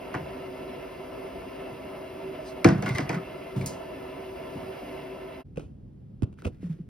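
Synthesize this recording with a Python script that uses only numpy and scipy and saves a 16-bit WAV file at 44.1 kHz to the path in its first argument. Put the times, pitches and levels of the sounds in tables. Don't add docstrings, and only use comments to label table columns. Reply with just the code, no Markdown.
import sys
import numpy as np
from scipy import signal
from scipy.fft import rfft, irfft
from scipy.io import wavfile

SR = 44100
rng = np.random.default_rng(int(sys.argv[2]) if len(sys.argv) > 2 else 0)


def persist_wave(psi):
    counts = np.round(np.clip(psi, -1, 1) * 32767).astype(np.int16)
    wavfile.write(sys.argv[1], SR, np.atleast_2d(counts).T)


N = 303828
TIME, HZ = np.arange(N) / SR, np.fft.rfftfreq(N, 1 / SR)
HIT_SIZE = 32768
AGE = np.arange(HIT_SIZE) / SR

# frequency in Hz, relative density in dB per Hz.
FORGE_COLOUR = [(20, -31), (50, -2.5), (140, -6), (330, 0), (560, -2), (850, -12.5), (1500, -18),
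                (2200, -21), (2800, -16), (3700, -30), (5000, -30), (7500, -43.5), (11500, -33),
                (15000, -43.5)]
# frequency in Hz, width in Hz, lift in dB.
FORGE_PEAKS = [(94.5, 54, -2), (147, 14, 5.5), (226.2, 19, -7), (261.6, 21, 5.5), (331, 29, -3.5),
               (379.3, 22, 7.5), (388.7, 23, 6), (429, 50, -6.5), (646.4, 70, 9.5), (720, 21, 7),
               (754, 18, -2.5), (870, 26, -5), (958, 190, 6), (1045, 23, 3.5), (1200, 120, -3),
               (1190, 36, 2.5), (1337, 33, 6.5), (1633, 44, -9), (1770, 50, 3), (1970, 89, -0.5),
               (2070, 50, 6), (2210, 110, 7), (2420, 63, -2), (2810, 43, 4.5), (3070, 100, -3),
               (4380, 200, -3)]
# time in seconds, change of the roar in dB.
DRAUGHT = [(0, 0), (2.3, -0.35), (4.1, -0.23), (4.55, 0.5), (4.95, 0.8), (5.12, -1), (5.38, -2)]
FORGE_END, FORGE_FADE = 5.44, 0.034
ROAR_DB, HISS_DB = -38.5, -61
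FLUTTER_DB = 1.19
HISS_FOLLOW = 1.7

# start in seconds, level in dB, crack in dB, echo in dB,
# middle near 1.2 kHz in dB, clack near 2.2 kHz in dB, boom in dB.
KNOCKS = [(0.1413, -31.5, -22, -7.5, 7, 0, -2.5), (0.1492, -35.5, -13.5, -1, -2, 5, 1),
          (2.6446, -12, -14, -4.5, -2.5, -1.5, 5), (2.6746, -26.5, -17.5, -9, 0, -3.5, 8.5),
          (2.687, -30, -7.5, -5.5, 4.5, -1, -2), (2.7818, -45, -12, -2.5, 1, -1.5, 9),
          (2.824, -26, -15.5, -1.5, -4.5, -5, -3.5), (2.9829, -25.5, -9.5, -5.5, -3, 0, 1.5),
          (3.0927, -25, -13, 0.5, -1, 2, -1)]
# frequency in Hz, relative density in dB per Hz.
KNOCK_COLOUR = [(30, -64.5), (90, -38.5), (125, -27), (240, -37.5), (380, -33), (560, -41), (790, -36),
                (1150, -40.5), (1600, -40.5), (2300, -42), (3300, -48), (5200, -39.5), (9500, -53),
                (15000, -64)]
# frequency in Hz, time constant in seconds.
KNOCK_FALL = [(200, 0.011), (1000, 0.014), (2500, 0.0059), (8000, 0.0012)]
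# frequency in Hz, relative level in dB, t60 in seconds.
BUCKET_MODES = [(172.6, 3, 0.38), (200.6, 1.5, 0.55), (281, 7, 0.25), (333, 8, 0.23), (477, 2.5, 0.26),
                (660, 4, 0.24), (734, 5.5, 0.27), (950, -7.5, 0.22), (1035, -5.5, 0.31), (1280, -8.5, 0.17),
                (1455, -2.5, 0.17), (1660, -8, 0.2), (1940, -7, 0.12), (2330, 6, 0.03)]
KNOCK_600_DB = 0
WASH_GRAIN_DB = 1
BUCKET_RING_DB = -13.5

# frequency in Hz, t60 in seconds.
ROOM = [(60, 1), (150, 0.65), (400, 0.21), (1500, .36), (5000, 0.26), (14000, .2)]
# frequency in Hz, relative echo in dB.
WET = [(100, -5), (700, -1.5), (2000, -9), (4000, -7), (9000, -20.5)]

# start in seconds, level in dB,
# settled pitch in Hz, swell in seconds, left minus right in dB, lead of the left in radians.
THUMPS = [(0.147, -30, 268, 0.0039, -2, 0), (0.159, -25.5, 131, 0.0037, 0.5, 0),
          (2.651, -15, 318.5, 0.0065, -0.5, 0.07), (2.651, -16.5, 118.7, 0.0074, -1.5, 0),
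          (2.792, -32, 186, 0.01, 0, -0.12), (2.869, -28.5, 274, 0.0089, 0, -0.13),
          (2.903, -21.5, 122.5, 0.011, -1.5, 0), (2.948, -22.5, 111, 0.005, 0, 0),
          (2.993, -30, 246, 0.011, 0, 0), (3.024, -24.5, 136, 0.0067, 1, 0),
          (3.094, -29, 134, 0.0059, 1.5, 0), (3.135, -27, 143, 0.0058, 1, -0.12),
          (3.167, -22.5, 162, 0.0062, 0.5, 0), (5.576, -25.5, 476, 0.0024, -3, 1),
          (5.574, -23.5, 127.4, 0.002, -1, 0), (6.2241, -21, 255, 0.0019, -14, .3),
          (6.231, -14, 105.5, 0.0044, -0.5, 0.48), (6.458, -22.5, 88, 0.0081, -4.5, -0.26),
          (6.457, -34, 565, 0.0021, 8, -1.3), (6.4644, -29.5, 477, 0.0053, 2, -0.79),
          (6.63, -29.5, 269, 0.0024, -2, -0.46), (6.639, -26.5, 170, 0.012, 0, -0.04),
          (6.696, -24, 157.3, 0.011, -1.5, -0.096), (6.789, -45, 337, 0.004, -4, 0),
          (6.799, -28.5, 165.5, 0.0064, -0.5, -0.036)]
THUMP_SAG = 0.12

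# start in seconds, level in dB.
STEPS = [(0.2, -39.5), (3.562, -25.5), (4.549, -38)]
# frequency in Hz, relative density in dB per Hz.
STEP_COLOUR = [(30, -47), (80, -31), (125, -22), (190, -25), (300, -30.5), (600, -73.5), (3000, -62),
               (15000, -73)]
# frequency in Hz, level relative to the step in dB, t60 in seconds.
FLOOR_MODES = [(100, -4.5, 0.3), (135, 4, 0.25), (182.5, 0, 0.2), (367, -11.5, 0.081)]

# start in seconds, level in dB, starting pitch in Hz.
BLIPS = [(1.354, -33, 667), (2.389, -29.5, 626), (2.686, -24.5, 1480), (2.704, -30, 1840),
         (2.786, -45, 1540), (2.860, -33, 2750), (2.862, -24.5, 1457), (2.879, -27, 2090),
         (2.897, -26.5, 2070), (2.9535, -24.5, 2040), (2.955, -37, 1140), (2.984, -24.5, 2000),
         (2.994, -33, 1480), (3.000, -37, 1750), (3.036, -47, 2100), (3.134, -32.5, 1444),
         (3.613, -32, 2240), (4.789, -34, 700)]
BLIP_CYCLES, BLIP_RISE = 10, 0.019
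BLIP_ECHO_DB = -3.5
DRIP_DB, DRIP_SPREAD_DB = -11, 7
DRIP_LOW_HZ, DRIP_HIGH_HZ = 1120, 2590
DRIP_WINDOW_S = 0.037

# middle in seconds, relative level in dB, half length in seconds.
SIZZLES = [(2.485, -53, 0.033), (2.97, -54, 0.07)]
SIZZLE_RING_DB, SIZZLE_RING_HZ = 10, 130

# start in seconds, level in dB, decay in seconds, spray in dB.
SPLASHES = [(2.8602, -25, 0.032, -1.5), (2.889, -30, 0.0066, 3), (2.9497, -28.5, 0.025, 3),
            (3.004, -32, .008, -3), (3.065, -39, 0.018, -12), (3.128, -33.5, .014, -5),
            (3.1429, -31.5, 0.016, -2.5), (3.6105, -40.5, 0.0088, 5.5)]
# frequency in Hz, relative density in dB per Hz.
SPLASH_COLOUR = [(50, -58), (150, -39.5), (300, -34.5), (500, -46), (750, -37.5), (1100, -47),
                 (1700, -46.5), (2300, -49), (3300, -54.5), (5200, -56.5), (9500, -65.5), (15000, -74.5)]
# frequency in Hz, width in Hz, lift in dB.
SPLASH_RINGS = [(631, 50, 6.5), (1120, 50, 10), (1515, 78, 2), (2060, 190, 8.5)]
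SPLASH_GRAIN_DB, SPLASH_ECHO_DB = 3, -3.5

# start in seconds, relative level in dB.
CLINKS = [(3.6604, 0), (3.667, -5.5), (3.674, -9)]
# frequency in Hz, density in dB per Hz before the jaws' resonances.
CLINK_COLOUR = [(50, -120), (3500, -84.5), (4700, -80), (6500, -70.5), (9000, -79), (12000, -83),
                (15500, -84.5)]
# frequency in Hz, width in Hz, lift in dB.
CLINK_RINGS = [(4700, 260, 6.5), (5640, 250, -5), (9450, 300, 6.5), (10900, 400, 0)]
# frequency in Hz, relative level in dB, t60 in seconds.
TONGS_MODES = [(4080, -6.5, 0.18), (4600, -2, 0.11), (4900, -12, 0.14), (5300, -15, 0.17),
               (5760, -11.5, 0.13), (6330, -18.5, 0.2), (8400, -10, 0.15), (9141, -5, 0.11),
               (10800, -0.5, 0.13), (12760, -22, 0.11), (14550, -22.5, 0.11)]

# time in seconds, level in dB.
RUMBLE = [(5.45, -47), (5.62, -45), (6.1, -47), (6.3, -50), (6.55, -47), (6.8, -48.5)]
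# frequency in Hz, relative density in dB per Hz.
RUMBLE_COLOUR = [(20, -30), (50, 2), (140, 2), (250, -5), (500, -20), (900, -34), (2000, -56),
                 (15000, -100)]
# frequency in Hz, relative density in dB per Hz.
SHOP_COLOUR = [(20, -20), (300, 0), (1000, -4), (3000, -12), (8000, -21), (15000, -27)]
RUMBLE_SWAY_DB, SHOP_DB = -0.45, -77

# start in seconds, level in dB, decay in seconds,
# low ring in dB, high ring in dB (rings relative to the level).
SCUFFS = [(5.559, -58, 0.0089, -2, 1), (5.5723, -50, 0.0009, -6, 11.5), (5.5785, -51, 0.0056, -6, -10),
          (5.595, -50.5, 0.0041, 0, -2), (5.606, -52.5, 0.041, -8, -0.5), (6.2219, -48, 0.0013, -14, -20),
          (6.2317, -46, 0.0021, -19, -14), (6.242, -55.5, 0.0016, -16, -12), (6.3265, -64, 0.0034, -8, -11),
          (6.339, -68, .002, -8, -10), (6.375, -77, .003, 14, 10), (6.387, -66, 0.0016, 20, -1),
          (6.401, -68, 0.0018, 8, 3), (6.4205, -53.5, 0.00086, 10, -2), (6.4474, -46, 0.0023, 7.5, 3),
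          (6.4522, -42, 0.0036, -18, 8), (6.465, -43, 0.011, -8, 1), (6.473, -47.5, .005, -6, 3),
          (6.627, -54.5, 0.083, -10.5, -12), (6.663, -62, 0.0076, -5, -5), (6.704, -61, 0.021, -4.5, -11)]
# frequency in Hz, relative density in dB per Hz.
SCUFF_COLOUR = [(40, -21), (200, -15), (500, -22.5), (800, -36), (1100, -35), (1500, -49.5), (2000, -51),
                (2700, -44), (4200, -53.5), (8000, -54), (15000, -75)]
# frequency in Hz, lift in dB.
SCUFF_TILT = [(2000, -1.8), (8000, 0.5)]
# frequency in Hz, relative level in dB, t60 in seconds.
CASE_LOW = [(1340, 0, 0.018), (1500, -2, 0.024)]
CASE_HIGH = [(2570, 6, 0.012), (2900, -4.5, 0.017)]
# frequency in Hz, width in Hz, lift in dB.
CASE_RINGS = [(1450, 190, 7), (2540, 320, 5)]
SCUFF_RISE_S, SCUFF_ECHO_DB = 0.00067, -26

# middle in seconds, relative level in dB, half length in seconds.
RUBS = [(6.398, -62, 0.017), (6.456, -56.5, 0.02), (6.545, -72, 0.038), (6.645, -64, 0.034),
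        (6.72, -63, 0.027), (6.79, -74.5, 0.043)]
# frequency in Hz, relative density in dB per Hz.
RUB_COLOUR = [(100, -26), (500, -8), (900, -4), (1500, -2.5), (2000, 1.5), (2700, -7), (4500, -9),
              (8000, -14.5), (15000, -21)]
RUB_GRAIN_DB = 2.5

# frequency in Hz, likeness from 0 to 1.
LIKENESS = [(80, 1), (170, 0.99), (380, 0.71), (600, 0.16), (1000, .45), (2000, 0.75), (2700, 0.77),
            (3800, 1), (5500, .8), (7500, 1), (15000, 0.33)]
# frequency in Hz, lead of the left in radians.
LEAD = [(20, 0), (1400, 0), (2200, .4), (4000, 1.2), (4800, .3), (5800, 1.3), (7200, 3.1), (9900, 6.1),
        (11000, 6.5), (13600, 9.4), (16000, 12.2)]
# frequency in Hz, lead in radians.
CLOSE_LEAD = [(150, -0.54), (400, 1.2), (900, 2), (1700, 0.96), (2500, -1.6), (4000, 0.22), (5500, 0.071)]
EDGE_HZ = 15950

BANDS = np.geomspace(35, 15500, 22)
BIN_HZ = np.fft.rfftfreq(HIT_SIZE, 1 / SR)
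SPLIT = np.array([np.interp(np.log(BIN_HZ + 1), np.log(BANDS), row) for row in np.eye(len(BANDS))])
BAND_WIDTH = SPLIT.sum(1) * SR / HIT_SIZE
LEVEL_SPAN = .02


def amp(db):
    return 10 ** (np.asarray(db) / 20)


def evened(x):
    return x / np.sqrt(np.mean(x ** 2, axis=-1, keepdims=True) + 1e-30)


def read(points, hz):
    f, value = np.transpose(points)
    return np.interp(np.log(hz + 1), np.log(f + 1), value)


def curves(rows):
    s, *columns = np.transpose(rows)
    return [np.interp(TIME, s, c) for c in columns]


def add(mix, s, sound):
    part = mix[:, max(round(s * SR), 0):][:, :sound.shape[-1]]
    part += sound[..., :part.shape[1]]


def noise(gain):
    return evened(irfft(rfft(rng.standard_normal((2, N))) * gain, N))


def below(hz):
    return 1 / np.sqrt(1 + (HZ / hz) ** 10)


def above(hz):
    return np.sqrt(1 - below(hz) ** 2)


def wander(size, step):
    smoothing = np.exp(-(np.fft.rfftfreq(size) * step) ** 2)
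    return evened(irfft(rfft(rng.standard_normal(size)) * smoothing, size))


def swells(rows):
    return sum(amp(db) * np.exp(-((TIME - s) / half) ** 2) for s, db, half in rows)


def burst(colour_db, envelope):
    bands = irfft(rfft(rng.standard_normal((2, 1, HIT_SIZE))) * SPLIT) * envelope
    gain = amp(colour_db) * np.sqrt(BAND_WIDTH * LEVEL_SPAN * SR / HIT_SIZE)
    return (evened(bands) * gain[:, None]).sum(1)


def in_room(late, decay, wet_db):
    t = np.maximum(AGE - late, 0)
    echo_start = amp(wet_db + read(WET, BANDS)[:, None])
    echo = echo_start * 1e3 ** (-t / read(ROOM, BANDS)[:, None])
    rise = 1 - np.exp(-t * BANDS[:, None])
    return rise * np.hypot(np.exp(-t / decay), echo)


def at_once(hz):
    return 0


def ring(modes, lag):
    out = np.zeros((2, HIT_SIZE))
    for hz, db, t60 in modes:
        t = np.maximum(AGE - lag(hz), 0)
        turns = hz * t + rng.random() + np.array([[0], [1 / 4]])
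        rise = 1 - np.exp(-2 * hz * t)
        out += amp(db - 60 * t / t60) * rise * np.sin(2 * np.pi * turns)
    return out


def resonant(x, peaks):
    out = x.copy()
    for hz, width, db in peaks:
        b, a = signal.iirpeak(hz, hz / width, fs=SR)
        out += (amp(db) - 1) * signal.lfilter(b, a, x)
    return out


def forge():
    peaks_db = sum(db / (1 + (2 * (HZ - hz) / width) ** 4) for hz, width, db in FORGE_PEAKS)
    comb_db = 2.8 * wander(len(HZ), step=280) * above(790)
    colour = amp(read(FORGE_COLOUR, HZ) + peaks_db + comb_db)
    flame = rfft(noise(colour * below(4000)))
    zones = [below(496), above(497) * below(1584), above(1527)]
    roar = sum(amp(FLUTTER_DB * wander(N, step=2200)) * irfft(flame * zone ** 2, N) for zone in zones)
    hiss = noise(colour * above(4000))
    draught_db, = curves(DRAUGHT)
    burning = amp(ROAR_DB + draught_db) * roar + amp(HISS_DB + HISS_FOLLOW * draught_db) * hiss
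    return burning * np.clip((FORGE_END - TIME) / FORGE_FADE, 0, 1) ** 2


def wall_lag(hz):
    return 0.003 * np.maximum(np.sqrt(2400 / np.maximum(hz, 200)) - 1, 0)


def bucket():
    out = np.zeros((2, N))
    fall = read(KNOCK_FALL, BANDS)[:, None]
    for s, db, crack_db, echo_db, middle_db, clack_db, boom_db in KNOCKS:
        tilt = [(330, boom_db), (600, KNOCK_600_DB), (1000, middle_db), (1500, middle_db),
                (1950, clack_db), (2300, clack_db), (3400, crack_db)]
        lumps = amp(WASH_GRAIN_DB * np.tanh(AGE / .02) * wander(HIT_SIZE, step=340))
        envelope = lumps * in_room(wall_lag(BANDS)[:, None], fall, echo_db)
        add(out, s, burst(db + read(tilt, BANDS) + read(KNOCK_COLOUR, BANDS), envelope))
        modes = [(hz, mode_db + read(tilt, hz), t60) for hz, mode_db, t60 in BUCKET_MODES]
        add(out, s, amp(db + BUCKET_RING_DB) * ring(modes, lag=wall_lag))
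    return out


def thumps():
    out, side = np.zeros((2, N)), np.array([[.5], [-.5]])
    for s, db, pitch_hz, swell, pan_db, lead in THUMPS:
        u = AGE / max(swell, 1 / SR)
        hz = pitch_hz * (1 + THUMP_SAG * np.exp(-u))
        phase = 2 * np.pi * np.cumsum(hz) / SR + lead * side
        add(out, s, amp(db + pan_db * side) * u * np.exp(1 - u) * np.sin(phase))
    return out


def footfalls():
    out = np.zeros((2, N))
    for s, db in STEPS:
        add(out, s, burst(db + read(STEP_COLOUR, BANDS), in_room(0, decay=0.088, wet_db=-11.5)))
        add(out, s, amp(db) * ring(FLOOR_MODES, lag=at_once))
    return out


def drips(count):
    rows = []
    for s, db, *_ in SPLASHES:
        for when, strength, pitch in rng.random((count, 3)):
            drip_db = db + DRIP_DB + DRIP_SPREAD_DB * (2 * strength - 1)
            hz = DRIP_LOW_HZ * (DRIP_HIGH_HZ / DRIP_LOW_HZ) ** pitch
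            rows.append((s + DRIP_WINDOW_S * when, drip_db, hz))
    return rows


def blips():
    direct = np.zeros((2, N))
    for s, db, hz in BLIPS + drips(count=3):
        cycles = hz * AGE
        climb = 1 + BLIP_RISE * np.tanh(cycles / 30)
        turns = cycles * climb + rng.random() + np.array([[0], [1 / 4]])
        envelope = (1 - np.exp(-cycles)) * np.exp(-cycles / BLIP_CYCLES)
        add(direct, s, amp(db) * envelope * np.sin(2 * np.pi * turns))
    tail = rng.standard_normal((2, HIT_SIZE)) * amp(-60 * AGE / read(ROOM, 1800))
    tail /= np.linalg.norm(tail[0])
    return direct + amp(BLIP_ECHO_DB) * signal.fftconvolve(direct, tail, axes=1)[:, :N]


def sizzle():
    lift_db = SIZZLE_RING_DB * sum(1 / (1 + (2 * (HZ - hz) / SIZZLE_RING_HZ) ** 2)
                                   for hz, *_ in TONGS_MODES)
    band = above(3800) * below(9000) / np.sqrt(1 + (HZ / 5500) ** 2)
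    return swells(SIZZLES) * noise(amp(lift_db) * band)


def splashes():
    out = np.zeros((2, N))
    for s, db, decay, spray_db in SPLASHES:
        colour_db = db + read(SPLASH_COLOUR, BANDS) + read([(2300, 0.0041), (3400, spray_db)], BANDS)
        lumps = amp(SPLASH_GRAIN_DB * wander(HIT_SIZE, step=130))
        add(out, s, burst(colour_db, lumps * in_room(0, decay, SPLASH_ECHO_DB)))
    return resonant(out, SPLASH_RINGS)


def tongs():
    clash, tone = np.zeros((2, 2, N))
    for s, db in CLINKS:
        add(clash, s, burst(db - 2.0 + read(CLINK_COLOUR, BANDS), in_room(0, decay=0.0036, wet_db=5)))
        add(tone, s, amp(db - 45) * ring(TONGS_MODES, lag=at_once))
    return resonant(clash, CLINK_RINGS) + tone


def quiet_shop():
    rumble_db = curves(RUMBLE)[0] + RUMBLE_SWAY_DB * wander(N, step=3200)
    rumble = amp(rumble_db) * noise(amp(read(RUMBLE_COLOUR, HZ)))
    air = amp(SHOP_DB) * noise(amp(read(SHOP_COLOUR, HZ)))
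    return (rumble + air) * np.clip((TIME - FORGE_END) / 0.018, 0, 1)


def scuffs():
    friction, tone = np.zeros((2, 2, N))
    colour_db = read(SCUFF_COLOUR, BANDS) + read(SCUFF_TILT, BANDS)
    bite = 1 - np.exp(-AGE / SCUFF_RISE_S)
    for s, db, decay, low_db, high_db in SCUFFS:
        add(friction, s, burst(db + colour_db, bite * in_room(0, decay, SCUFF_ECHO_DB)))
        add(tone, s, amp(db + low_db) * ring(CASE_LOW, lag=at_once))
        add(tone, s, amp(db + high_db) * ring(CASE_HIGH, lag=at_once))
    return resonant(friction, CASE_RINGS) + tone


def rubs():
    grain = amp(RUB_GRAIN_DB * wander(N, step=280) - 1.0)
    friction = swells(RUBS) * grain * noise(amp(read(RUB_COLOUR, HZ)))
    return resonant(friction, CASE_RINGS)


def ports(pair, more_lead=0):
    a, b = rfft(pair)
    same = np.clip(read(LIKENESS, HZ), -1, 1)
    lag = np.exp(-1j * (read(LEAD, HZ) + more_lead))
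    right = (same * a + np.sqrt(1 - same ** 2) * b) * lag
    return irfft(np.array([a, right]), N)


def scene():
    far = ports(forge() + bucket() + footfalls() + blips() + sizzle() + splashes() + tongs())
    close = ports(quiet_shop() + scuffs() + rubs(), read(CLOSE_LEAD, HZ))
    return (far + close) * amp([[-.3], [.3]]) + thumps()


def record(dry):
    low_cut = signal.butter(2, 32, "high", fs=SR, output="sos")
    thinned = signal.sosfilt(low_cut, dry)
    edge = signal.firwin(511, EDGE_HZ, window=("kaiser", 9), fs=SR)
    return signal.oaconvolve(thinned, edge[None], "same")


dry = scene()
out = record(dry)
persist_wave(out)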